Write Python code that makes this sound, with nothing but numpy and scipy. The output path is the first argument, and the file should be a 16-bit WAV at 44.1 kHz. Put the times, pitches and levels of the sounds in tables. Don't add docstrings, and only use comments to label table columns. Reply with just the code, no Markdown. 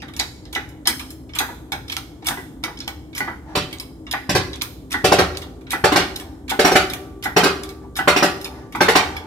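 import sys
import numpy as np
from scipy import signal
from scipy.fft import rfft, irfft, next_fast_len
from scipy.io import wavfile
from scipy.ndimage import uniform_filter1d

SR = 44100
rng = np.random.default_rng(int(sys.argv[2]) if len(sys.argv) > 2 else 0)


def nominal_scale(level):
    x = np.asarray(level, float) / 20
    return 10 ** x


def int16_out(signal):
    q = np.round(np.clip(np.atleast_2d(signal).T, -1, 1) * 32767)
    wavfile.write(sys.argv[1], SR, q.astype(np.int16))


N = 408366
SIZE = next_fast_len(N + 3 * SR // 2)
RING = SR // 3
SEATINGS = 4

# start in seconds, frame peak in dB, thump and clang in dB relative to it.
SLIPS = [(3.553, -15, -5, -1.5), (3.573, -22, 10.5, -0.5), (4.293, -13.5, 3, -2.5), (4.351, -8, -1, -6.5),
         (5.043, -4, -5, -7.5), (5.079, -14, -15, -25), (5.12, -1, -6, -12), (5.187, -4.5, -11, -11),
         (5.841, -3, -7, -12.5), (5.92, -7.5, -24, -13), (5.959, -4.5, -7.5, -7.5),
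         (5.992, -15.5, -19, -12.5), (6.592, -5, -13, -9.5), (6.647, -1, -13, -12),
         (6.668, -11, -17, -10.5), (6.714, -7.5, -20, -10.5), (6.755, -1, -14, -10.5),
         (7.365, -1, -17.5, -11), (7.433, -4, -24, -9), (7.457, -8.5, -13, -17), (8.076, -2.5, -18.5, -11),
         (8.163, -6.5, -38, -10.5), (8.225, -4, -34, -10), (8.807, -2, -11, -13.5),
         (8.883, -3.5, -17, -12.5), (8.953, -1, -21, -11)]
# bed, uprights, cross beam and springs, all in dB.
REACH = [(-0.5, 0, 2, -4), (3, -12, -9, 11), (-5, 4, 1.5, 0), (4.5, -4, 1, -5), (3.5, -8, 2.5, -5),
         (0.5, -18, -4, -9), (-3, -3.5, -3, -3), (3, 1.3, -2.5, -11), (-6.5, 2.5, 2, -4), (2, -1.5, .1, -1),
         (-0.5, 1.5, 2.5, -8), (3, 3.5, -5, -3), (2.5, 1, 0.5, -4), (-2.5, -1.5, 1, -7), (-4, -6, -1, 13.5),
         (3.2, -5, -1.5, -6), (-3.5, 2, 0.5, 0.5), (1, -2, 0.5, 4.5), (-0.5, -2, -1.2, -2),
         (-0.5, 1.7, -2.7, -6.5), (0, 3.5, -3.3, 6), (-1, 2.8, -1, 7), (0, 1.5, 0.8, -4),
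         (0.2, 0.5, -6.7, -7), (-1.1, 0, -1.1, 2), (-1.5, 1.1, -2.7, -0.5)]
# frequency in Hz, level in dB per Hz.
FRAME = [(35, -54), (60, -14), (217, -16.5), (398, 0.5), (492, -6), (593, -7), (651, -21.5), (749, -0.5),
         (924, -15.5), (1060, -9.5), (2770, -7), (5720, -9), (10000, -9.5), (11800, -10.5), (16000, -18.5)]
# frequency in Hz, T60 in seconds.
FRAME_T60 = [(100, 0.23), (400, 0.16), (1500, 0.34), (5000, 0.28), (14000, 0.012)]
# frequency in Hz, level in dB, T60 in seconds.
FRAME_MODES = [(300.5, -18.5, 0.12), (407.2, -17.5, 0.088), (589, -19, 0.22), (710, -32.5, 0.26),
               (809, -27, 0.26), (865, -29.5, 0.36), (1035, -18.5, 0.044), (4640, -29, 0.081),
               (1570, -27.5, 0.13), (2200, -56, 0.2), (2970, -23, 0.34), (4300, -21.5, 0.2),
               (5076, -16.5, 0.11), (5690, -11.5, 0.13)]
# frequency in Hz, level in dB, T60 in seconds, rise in seconds.
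BEAM = [(756, -13, 0.19, 0.0038), (744, -19.5, 0.35, 0.0068), (398, -15, 0.03, 0.0019),
        (297.7, -20.5, 0.088, 0.0036), (178, -18, 0.12, 0.0042), (254, -17, 0.081, 0.0042),
        (343, -15, 0.069, 0.0027)]
# start in seconds, peak in dB, centre in Hz.
CRACKS = [(5.048, 5, 789), (5.124, 14, 754), (5.189, -10, 762), (5.843, 0.5, 1080), (6.599, -16, 760),
          (7.365, -1, 787), (8.076, 3, 750), (8.162, 3, 756), (8.227, 5, 775), (8.81, 8, 730),
          (8.887, 4, 760)]


def frame():
    slip_ms, slip_ms_per_s = 4.54, 0.71
    sizzle_db, sizzle_follows = -15, 0.83
    rows = np.array([(*row, slip_ms + slip_ms_per_s * (row[0] - SLIPS[0][0])) for row in SLIPS])
    start, db, thump_db, clang_db = rows[:, :4].T
    bed_db, upright_db, beam_db, spring_db = np.transpose(REACH)
    steel = body(FRAME, FRAME_T60, FRAME_MODES, crack_db=-15.5, crack_s=0.11)
    bang = strike(steel, rows, [
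        (41.2, 257, db + thump_db - 10.5, 2.76, 0.35),
        (199, 513, db + bed_db - 10.5, 2.54, 0.29),
        (667, 1066, db + beam_db - 13.0, 2.263, 0.22),
        (955, 1990, db + upright_db - 11.5, 2.206, 0.28),
        (1480, 5100, db + clang_db - 3.5, 1.217, 0.96),
        (6000, 34000, db + sizzle_follows * clang_db + sizzle_db, .2, 2.23)])
    shakes = np.zeros(N)
    for s, level, burst in zip(start, db + spring_db, contacts(rows, 0.1)):
        add(shakes, s, nominal_scale(level - 13.5) * np.abs(burst))
    beam = notes(np.c_[start, db + beam_db], BEAM[:2])
    bed = notes(np.c_[start, db + bed_db], BEAM[2:])
    cracks = nominal_scale(-9.0) * snaps(CRACKS)
    return lead(1.0) * rfft(bang + springs(shakes) + sway() + thuds(rows) + beam + bed + cracks, SIZE)


SPRING_HZ = (76.5, 79.3, 287, 308, 314, 386, 392, 408, 463, 690, 759, 830, 1164)
# level in dB, T60 in seconds.
SPRINGS = [(-38, 1.26), (-53, 1.1), (-47, 0.74), (-39, 1.3), (-36, 2.3), (-33, 3.7), (-35.5, 3.3),
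           (-38.5, 1.2), (-38, 3), (-37, 1.2), (-39, 1.3), (-44, 0.8), (-34, 2)]


def springs(shakes):
    out = 0
    for hz, (db, t60) in zip(SPRING_HZ, SPRINGS):
        r, w = nominal_scale(-60 / (t60 * SR)), 2 * np.pi * hz / SR
        resonator = [0, nominal_scale(db) * np.sin(w)], [1, -2 * r * np.cos(w), r * r]
        out = out + signal.lfilter(*resonator, shakes + 1e-18)
    return out


# start in seconds, level in dB.
SWAYS = [
    (4.267, -33.5),
    (5.201, -24.5),
    (9.05, -27.5),
]


def sway():
    sway_hz, rise_s, t60_s = 78.7, 0.023, 0.93
    out, t = np.zeros(N), np.arange(SR) / SR
    for s, db in SWAYS:
        swell = nominal_scale(db - 60 * t / t60_s) * (1 - np.exp(-t / rise_s))
        add(out, s, swell * np.sin(2 * np.pi * sway_hz * t))
    return out


def thuds(rows):
    thud_hz, t60_s, thud_db = 143.5, 0.031, -5
    out, t = np.zeros(N), np.arange(SR // 5) / SR
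    for s, db, thump_db in rows[:, :3]:
        add(out, s, nominal_scale(db + thump_db + thud_db - 60 * t / t60_s) * np.sin(2 * np.pi * thud_hz * t))
    return out


# start in seconds, peak in dB, contact in ms.
KNOCKS = [(0.0257, -33.5, 3.9), (0.198, -24, 1.4), (0.560, -14, 1.7), (0.874, -16.5, 2), (0.896, -31, 5.3),
          (1.403, -15, 2.5), (1.428, -49, 3.8), (1.4906, -33.5, 6), (1.72, -24.5, 3.1), (1.731, -22.5, 1.1),
          (1.9668, -29, 0.29), (2.2836, -21, 1.9), (2.3068, -20, 9.6), (2.372, -25.5, 6.1),
          (2.6363, -22.5, 10.5), (2.679, -29.5, 1.5), (2.877, -27, 1.4), (3.2048, -12.5, 1.16),
          (3.235, -44, 3.9), (3.2761, -21.5, 6.6), (4.137, -13.5, 2.2), (4.9423, -12, 2.5),
          (5.732, -13, 0.51), (5.752, -30, 2.5), (6.517, -14, 2.3), (7.2561, -14.5, 1.64),
          (7.989, -12, 4.3), (8.75, -18, 1.3)]
HEFT = [3, 1, 2, -5.5, -10, -7, 1.8, 3, -5, -7, -8, 1, 2, -4, 2, -3, -2, -2, 3, 2, 3.5, -5, -11.5, 3, -3,
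        -6.5, -11, -4]
# frequency in Hz, level in dB per Hz.
SOCKET = [(120, -18.5), (300, -3.5), (550, -8), (815, -2.5), (1150, -5.5), (1480, -4.5), (1950, -6.5),
          (2400, -19.5), (3500, -21.5)]
# frequency in Hz, level in dB, T60 in seconds.
SOCKET_MODES = [(783.5, -8.5, 0.25), (874.4, -8, 0.083), (1240, -21, 0.07), (1356, -13.5, 0.18),
                (1710, -10.5, 0.11), (1980, -10, 0.18)]
# frequency in Hz, level in dB per Hz.
LINK = [(530, -17), (900, -2.5), (1900, -3.5), (2170, 1.5), (2630, -24), (3190, 7.5), (3770, -5.5),
        (5410, -14), (6720, 24.5), (7400, -22), (10000, -2), (12000, -9), (13400, -20), (15000, -12),
        (16000, -14)]
# frequency in Hz, level in dB, T60 in seconds.
LINK_MODES = [(2230, -16, 0.11), (3640, -25, 0.088), (5240, -13.5, 0.047)]
# frequency in Hz, level in dB, T60 in seconds, rise in seconds.
HANDLE = [(1490, -11, 0.2, 0.001), (1540, -20.5, 0.13, 0.001), (839, -16.5, 0.22, 0.0011),
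          (952, -9, 0.044, 0.00092), (1104, -18, 0.074, 0.001)]
# start in seconds, peak in dB, centre in Hz.
SNAPS = [(0.1381, -28, 3740), (0.1649, -26, 5200), (0.1974, -3.5, 5240), (0.454, -35.5, 5460),
         (0.5273, -25, 3820), (0.551, -18, 4040), (0.8726, -23, 3210), (0.995, -23, 3270),
         (1.3871, -12, 3370), (1.881, -28, 3730), (1.8993, -25, 3240), (1.9267, -12, 3480),
         (1.967, -7, 3520), (2.2862, -4, 3830), (2.79, -23, 4810), (2.8029, -31, 5240), (2.8465, -29, 3540),
         (2.8789, -13, 3530), (3.711, -28, 3820), (3.7278, -30, 3870), (3.7853, -23, 5080),
         (3.7987, -22, 4730), (4.127, -12, 3780), (4.539, -24, 3890), (4.5584, -23, 5250),
         (4.6134, -17, 3500), (4.6199, -5, 3640), (4.9285, -12, 5210), (5.3722, -12.5, 3830),
         (5.4181, -27, 3750), (5.958, -26, 4260), (6.1636, -13, 3860), (6.1978, -26, 3265),
         (6.5096, -13, 3610), (6.754, -16, 4290), (6.936, -18, 5540), (7.635, -21, 5160),
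         (8.4274, -36, 5330), (8.448, -30, 4870)]


def pump():
    knock, tick = np.array(KNOCKS), pins()
    socket = body(SOCKET, [(600, 0.18), (2500, 0.29)], SOCKET_MODES, crack_db=5.0, crack_s=0.00068)
    link_t60 = [(1500, 0.24), (5000, 0.15), (12000, 0.12), (15000, 0.3)]   # (Hz, s)
    link = body(LINK, link_t60, LINK_MODES, crack_db=3.5, crack_s=0.00095)
    knock_db, tick_db = knock[:, 1], tick[:, 1]
    low_db = -13.5 + 0.44 * knock_db
    knocking = strike(socket, knock, [
        (90, 395, low_db - 10.5, 1.55, 0.67),
        (546, 1180, low_db + HEFT - 10.0, 1.07, 0.25),
        (1067, 3700, knock_db - 7, 1.13, 0.52)])
    ticking = strike(link, tick, [
        (767, 3270, tick[:, 4] - 4.5, 1.168, 1.5),
        (2510, 5070, tick_db - 9.0, 1.244, 1.08),
        (6440, 23000, tick_db + tick[:, 2] + 0.5, 1.4, 1.0)])
    struck = knocking + ticking + pin_notes(tick) + notes(knock, HANDLE) + snaps(SNAPS)
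    grit = rng.standard_normal(N) ** 3 / 4 * rub()
    path = nominal_scale(5.0) * socket[0] / np.linalg.norm(socket[0, 0])
    path = path + nominal_scale(-21.5) * link[0] / np.linalg.norm(link[0, 0])
    return lead(6.15) * (rfft(struck, SIZE) + rfft(grit, SIZE) * rfft(path, SIZE))


# start in seconds, peak in dB at 3-6.5 kHz, highs in dB relative
# to it, note in Hz. First faint ticks as slack is taken up.
TICKS = [(0.0195, -33.5, -20, 2430), (0.082, -40.5, -15, 3260), (0.5285, -31, -6, 3770),
         (0.689, -56.5, 8, 2940), (0.855, -23, -25, 3670), (0.995, -26, -14, 2230), (1.292, -48, -23, 2440),
         (1.335, -33, -35, 3170), (2.223, -48, -29, 3810), (2.245, -40.5, -6.5, 3040),
         (3.13, -45, -22, 3800), (3.15, -28.5, -9, 3070), (4.0668, -34.5, -49, 2230),
         (4.902, -51, -8, 2400), (4.9074, -32.5, -9, 5640), (5.348, -34, -29, 2360),
         (5.4202, -32, -12, 2180), (5.61, -60, -1, 2540), (5.698, -45, -14, 3300), (5.667, -43, -33, 2280),
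         (6.1987, -32.5, -4.5, 3073), (6.48, -33, -16, 2340), (7.2257, -29, -13.5, 3190),
         (7.955, -30, -15, 3640), (8.7235, -38.5, -8.5, 2230), (8.754, -37, -4, 2030),
         (8.452, -39, -18, 2200), (0.192, -21, -17, 4300), (2.629, -49, -16, 3370), (4.612, -21, -36, 3640)]
CLACKS = [(0.197, -12, -18.5, 4700), (0.551, -18, -21, 2940), (0.8725, -10, -2, 3080),
          (1.3874, -11.5, -10.5, 3650), (1.72, -18.5, -14, 3640), (1.9202, -22.5, -12.5, 3500),
          (2.2686, -19, -3, 3600), (2.2867, -22.5, -2.5, 2130), (2.638, -17.5, -15, 3590),
          (2.878, -22.5, -11, 3300), (3.1793, -24, -4, 2100), (4.112, -20.5, -9.5, 4990),
          (4.620, -29.5, 3, 4300), (4.927, -31, -16, 2030), (5.7061, -22, -6.5, 3770),
          (6.5031, -23.5, -17, 3500), (6.935, -22.5, -9, 2390), (9.166, -23.5, -16.5, 2320)]
RATTLES = [(0.136, -38, -12, 2330), (0.165, -30.5, -8, 5550), (0.4535, -37.5, -29, 5200),
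           (1.1045, -37.5, -0.5, 4160), (1.883, -32, -13, 3650), (1.898, -22.5, -22, 3200),
           (1.966, -21, -12, 2140), (2.773, -32.5, -25, 3200), (2.8031, -24, -24, 5240),
           (3.712, -46, -19, 3850), (3.728, -24.5, -16, 3180), (3.799, -23, -12, 4920),
           (4.5317, -25.5, -25, 3870), (4.559, -39.5, -10, 3180), (5.3703, -31.5, -5, 3570),
           (6.1593, -23.5, -10.5, 3790), (6.8992, -22, -13, 3700), (7.634, -30.5, -8, 5160),
           (7.6907, -34.5, -8.5, 5240), (8.4133, -32.5, -5.5, 3877), (8.4447, -22, -12, 5090)]
CRUNCHES = [(1.35, -27, -7, 3060), (2.258, -26, -11, 2830), (3.163, -29.5, -11, 5750),
            (4.9169, -24.5, -7, 2480), (5.7149, -25.5, -3.5, 1900), (6.4942, -22, -7, 3230),
            (7.237, -25.5, -5.5, 2030), (7.9643, -25, -5, 3760)]
# low ring in dB, contact in ms.
PIN_KINDS = [
    (-16.5, 2.4),
    (-17, 1.63),
    (-23, 2),
    (-11.5, 7.1),
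]


def pins():
    low_follows = 0.53
    out = []
    for rows, (low_db, ms) in zip([TICKS, CLACKS, RATTLES, CRUNCHES], PIN_KINDS):
        for s, db, high_db, hz in rows:
            out.append((s, db, high_db, hz, low_db + low_follows * db, ms))
    return np.array(out)


def pin_notes(rows):
    out, t = np.zeros(N), np.arange(SR // 10) / SR
    for s, db, hz in rows[:, [0, 1, 3]]:
        fade = nominal_scale(db + 1.5 - 60 * t / 0.027) * (1 - np.exp(-t / 0.00022))
        add(out, s, fade * np.sin(2 * np.pi * hz * t))
    return out


# middle in seconds, half length in seconds, level in dB.
DRAGS = [
    (3.5, 0.04, -44.5),
    (6.294, 0.13, -60),
    (7.827, 0.019, -56),
    (8.553, 0.092, -45.5),
    (9.05, 0.19, -40),
]


def rub():
    t = np.arange(N) / SR
    loaded_db = -57 - 39 * np.maximum(since(SLIPS) - 0.037, 0)
    idle_db = -59 - 38 * since(KNOCKS)
    drags = sum(nominal_scale(db) * np.exp(-((t - s) / half_s) ** 2) for s, half_s, db in DRAGS)
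    return nominal_scale(loaded_db) + nominal_scale(idle_db) + drags


# the bar touching the socket wall, and small knocks in the frame as it slips. Starts in seconds.
TOUCH_S = (0.001, 0.002, 0.857, 0.858, 0.896, 0.928, 0.997, 1.351, 1.428, 1.429, 1.481, 2.224, 2.268, 2.326,
           2.372, 3.237, 3.31, 3.508, 3.552, 3.574, 4.142, 4.636, 5.205, 5.845, 5.961, 6.637, 6.662, 6.83,
           7.366, 7.685, 7.835, 8.452)
# peak in dB, centre in Hz.
TOUCHES = [(-36, 2700), (-37, 5200), (-22, 770), (-31, 1700), (-18, 2160), (-26, 1640), (-33, 2400),
           (-27, 3200), (-22, 905), (-21, 1550), (-26, 885), (-31, 835), (-24, 790), (-29, 820), (-28, 920),
           (-27, 1700), (-28, 1500), (-35, 805), (-15, 980), (-18.5, 1300), (-24, 1100), (-33, 1300),
           (-12, 820), (-7, 545), (-10, 740), (-12, 710), (-13, 800), (-29, 1185), (-13, 580), (-38, 1355),
           (-34, 860), (-24, 2540)]


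def taps():
    return lead(4.4) * rfft(snaps(np.c_[TOUCH_S, TOUCHES], t60=0.2, octaves=0.15), SIZE)


# frequency in Hz, T60 in seconds.
SHOP_T60 = [(150, 0.73), (700, 0.88), (2500, 0.56), (6000, 0.58), (14000, 0.51)]


def workshop():
    colour = [(40, 15.0), (1000, -3.5), (5000, 0.5), (15000, 3.0)]   # (Hz, dB)
    tail = stereo_bands(SR, colour, SHOP_T60)[0]
    tail = tail * (1 - np.exp(-np.arange(SR) / SR / 0.0012))
    return 1 + nominal_scale(-12.0) * rfft(tail / np.linalg.norm(tail[0]), SIZE)


# frequency in Hz, level in dB per Hz.
HUM = [(15, -41), (25, -3), (76, 1.5), (134, 2), (285, -5.5), (427, -6.5), (607, -14), (659, -13),
       (2000, -35), (2350, -47), (2760, -52), (2990, -35), (5430, -46), (6740, -36), (16000, -44.5)]
# frequency in Hz, width in Hz, level in dB.
FAN = [
    (64, 26.5, 11.5),
    (121, 14, 2.5),
    (261.5, 9.7, 10),
    (308.6, 39, 7),
]


def background():
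    hz = np.maximum(np.arange(SIZE // 2 + 1) * SR / SIZE, 1)
    power = nominal_scale(2 * at_hz(HUM, hz))
    for centre, width, db in FAN:
        power = power + nominal_scale(2 * db) / (1 + (2 * (hz - centre) / width) ** 4)
    mid, side = rfft(rng.standard_normal((2, SIZE))) * np.sqrt(power)
    hum = irfft(spread(mid, side, hz) * lead(9.1), SIZE)[:, :N]
    return nominal_scale(-37.5) * hum / np.sqrt(np.mean(hum ** 2) + 1e-20)


def body(spectrum, t60s, modes, crack_db, crack_s):
    thicket = stereo_bands(RING, spectrum, t60s, count=SEATINGS)
    thicket = thicket * (1 + nominal_scale(crack_db) * np.exp(-np.arange(RING) / SR / crack_s))
    steady = np.array([rings(modes, spread_db=6.0) for _ in range(SEATINGS)])
    return thicket / np.sqrt(np.mean(thicket[..., :400] ** 2)) / 2 + steady


def rings(modes, spread_db):
    t, out = np.arange(RING) / SR, 0
    phases = rng.normal(0, .4, (len(modes), 2, 1))
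    luck_db = rng.normal(0, spread_db, len(modes))
    for (hz, db, t60), phase, more_db in zip(modes, phases, luck_db):
        seated_hz = hz * (1 + 0.012 * phase[0])
        fade = nominal_scale(db + more_db - 60 * t / min(t60, 0.3))
        out = out + fade * np.sin(2 * np.pi * seated_hz * t + phase)
    return out


def stereo_bands(size, spectrum, t60s, count=1):
    out, edges, t = 0, 25 * 2 ** (np.arange(29) / 3), np.arange(size) / SR
    white = rng.standard_normal((2, 2, count, 1, size))
    for k, (low, high) in enumerate(zip(edges, edges[1:])):
        hz = np.sqrt(low * high)
        if spectrum[0][0] / 2 < hz < spectrum[-1][0] * 2:
            t60 = at_hz(t60s, hz)
            fade = nominal_scale(at_hz(spectrum, hz) - 60 * t / t60) / np.sqrt(t60)
            mid, side = band(white[k % 2] * fade, low, high)
            out = out + spread(mid, side, hz)
    return out


# frequency in Hz, likeness from 0 to 1.
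LIKENESS = [(50, 0.99), (300, 0.96), (700, 0.79), (1500, 0.22), (5000, 0.029), (14000, 0.12)]


def spread(mid, side, hz):
    alike = np.clip(at_hz(LIKENESS, hz), 0, 1)
    return np.sqrt(1 + alike) * mid + np.sqrt(1 - alike) * side * [[1], [-1]]


def contacts(rows, stretch):
    t_ms = np.arange(3000) / SR * 1000
    tau_ms = np.maximum(stretch * rows[:, -1:], .2)
    bursts = rng.standard_normal((len(rows), 3000)) ** 3
    bursts = bursts * (1 - np.exp(-t_ms / (0.36 * tau_ms))) * np.exp(-t_ms / tau_ms)
    return bursts / np.linalg.norm(bursts, axis=1, keepdims=True)


def strike(responses, rows, zones):
    out, size = np.zeros((2, N)), next_fast_len(RING + 3000)
    for low_hz, high_hz, level_db, early_ms, stretch in zones:
        parts = rfft(band(responses, low_hz, high_hz), size)
        for k, burst in enumerate(rfft(contacts(rows, stretch), size)):
            sound = irfft(parts[k % SEATINGS] * burst, size)
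            loudest = uniform_filter1d(np.mean(sound[:, :4000] ** 2, axis=0), size=500).max()
            add(out, rows[k, 0] - early_ms / 1000, nominal_scale(level_db[k]) * sound / np.sqrt(loudest))
    return out


def notes(rows, modes):
    out, t = np.zeros(N), np.arange(RING) / SR
    luck = rng.standard_normal((len(rows), len(modes), 2))
    for (s, db), chances in zip(rows[:, :2], luck):
        for (hz, level, t60, rise), (a, b) in zip(modes, chances):
            fade = nominal_scale(db + level + 2.7 * a - 60 * t / t60) * (1 - np.exp(-t / rise))
            add(out, s, fade * np.sin(2 * np.pi * hz * (1 + 0.0063 * b) * t))
    return out


def snaps(rows, t60=0.016, octaves=0.6):
    out, t = np.zeros((2, N)), np.arange(SR // 25) / SR
    noise = rng.standard_normal((len(rows), 2, len(t))) * nominal_scale(-60 * t / t60)
    for (s, db, hz), (mid, side) in zip(rows, noise):
        snap = band(mid + 0.5 * side * [[1], [-1]], hz / 2 ** octaves, hz * 2 ** octaves)
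        add(out, max(s - 0.0005, 0), nominal_scale(db - 4.5) * snap / np.abs(snap.mean(axis=0)).max())
    return out


def since(rows):
    t, s = np.arange(N) / SR, np.append(-1, np.array(rows)[:, 0])
    return t - s[np.searchsorted(s, t, side="right") - 1]


def lead(samples):
    return np.exp(-2j * np.pi * np.arange(SIZE // 2 + 1) / SIZE * np.array([[0], [samples]]))


def add(track, s, sound):
    at = round(s * SR)
    track[..., at:at + sound.shape[-1]] += sound[..., :track.shape[-1] - at]


def band(x, low_hz, high_hz):
    edges = [low_hz, min(high_hz, .45 * SR)]
    return signal.sosfilt(signal.butter(2, edges, "band", fs=SR, output="sos"), x)


def at_hz(points, hz):
    table_hz, values = np.transpose(points)
    return np.interp(np.log(hz), np.log(table_hz), values)


def scene():
    press = frame() + pump() + taps()
    return irfft(press * workshop(), SIZE)[:, :N] + background()


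def roll_off(x):
    return signal.sosfilt(signal.butter(12, 16000, fs=SR, output="sos"), x)


# frequency in Hz, left minus right in dB.
PORTS = [(60, -1.5), (110, 4), (200, -1.5), (380, 3), (700, 0), (1290, 0), (2380, -4), (4400, -5.5),
         (8120, 7.5), (15000, -7.5)]


def record(dry):
    bass_cut_hz, top_cut_hz = 56, 16650
    hz = np.maximum(np.arange(SIZE // 2 + 1) * SR / SIZE, 20)
    ports = nominal_scale(at_hz(PORTS, hz) / 2 * np.array([[1], [-1]]))
    bass_cut = 1 / np.sqrt(1 + (bass_cut_hz / hz) ** 6)
    x = irfft(rfft(dry, SIZE) * ports * bass_cut, SIZE)[:, :N]
    overloaded = np.clip(x, -.9, .9)
    mix = signal.sosfilt(signal.cheby2(14, 75, top_cut_hz, fs=SR, output="sos"), overloaded)
    return roll_off(mix)


dry = scene()
out = record(dry)
int16_out(out)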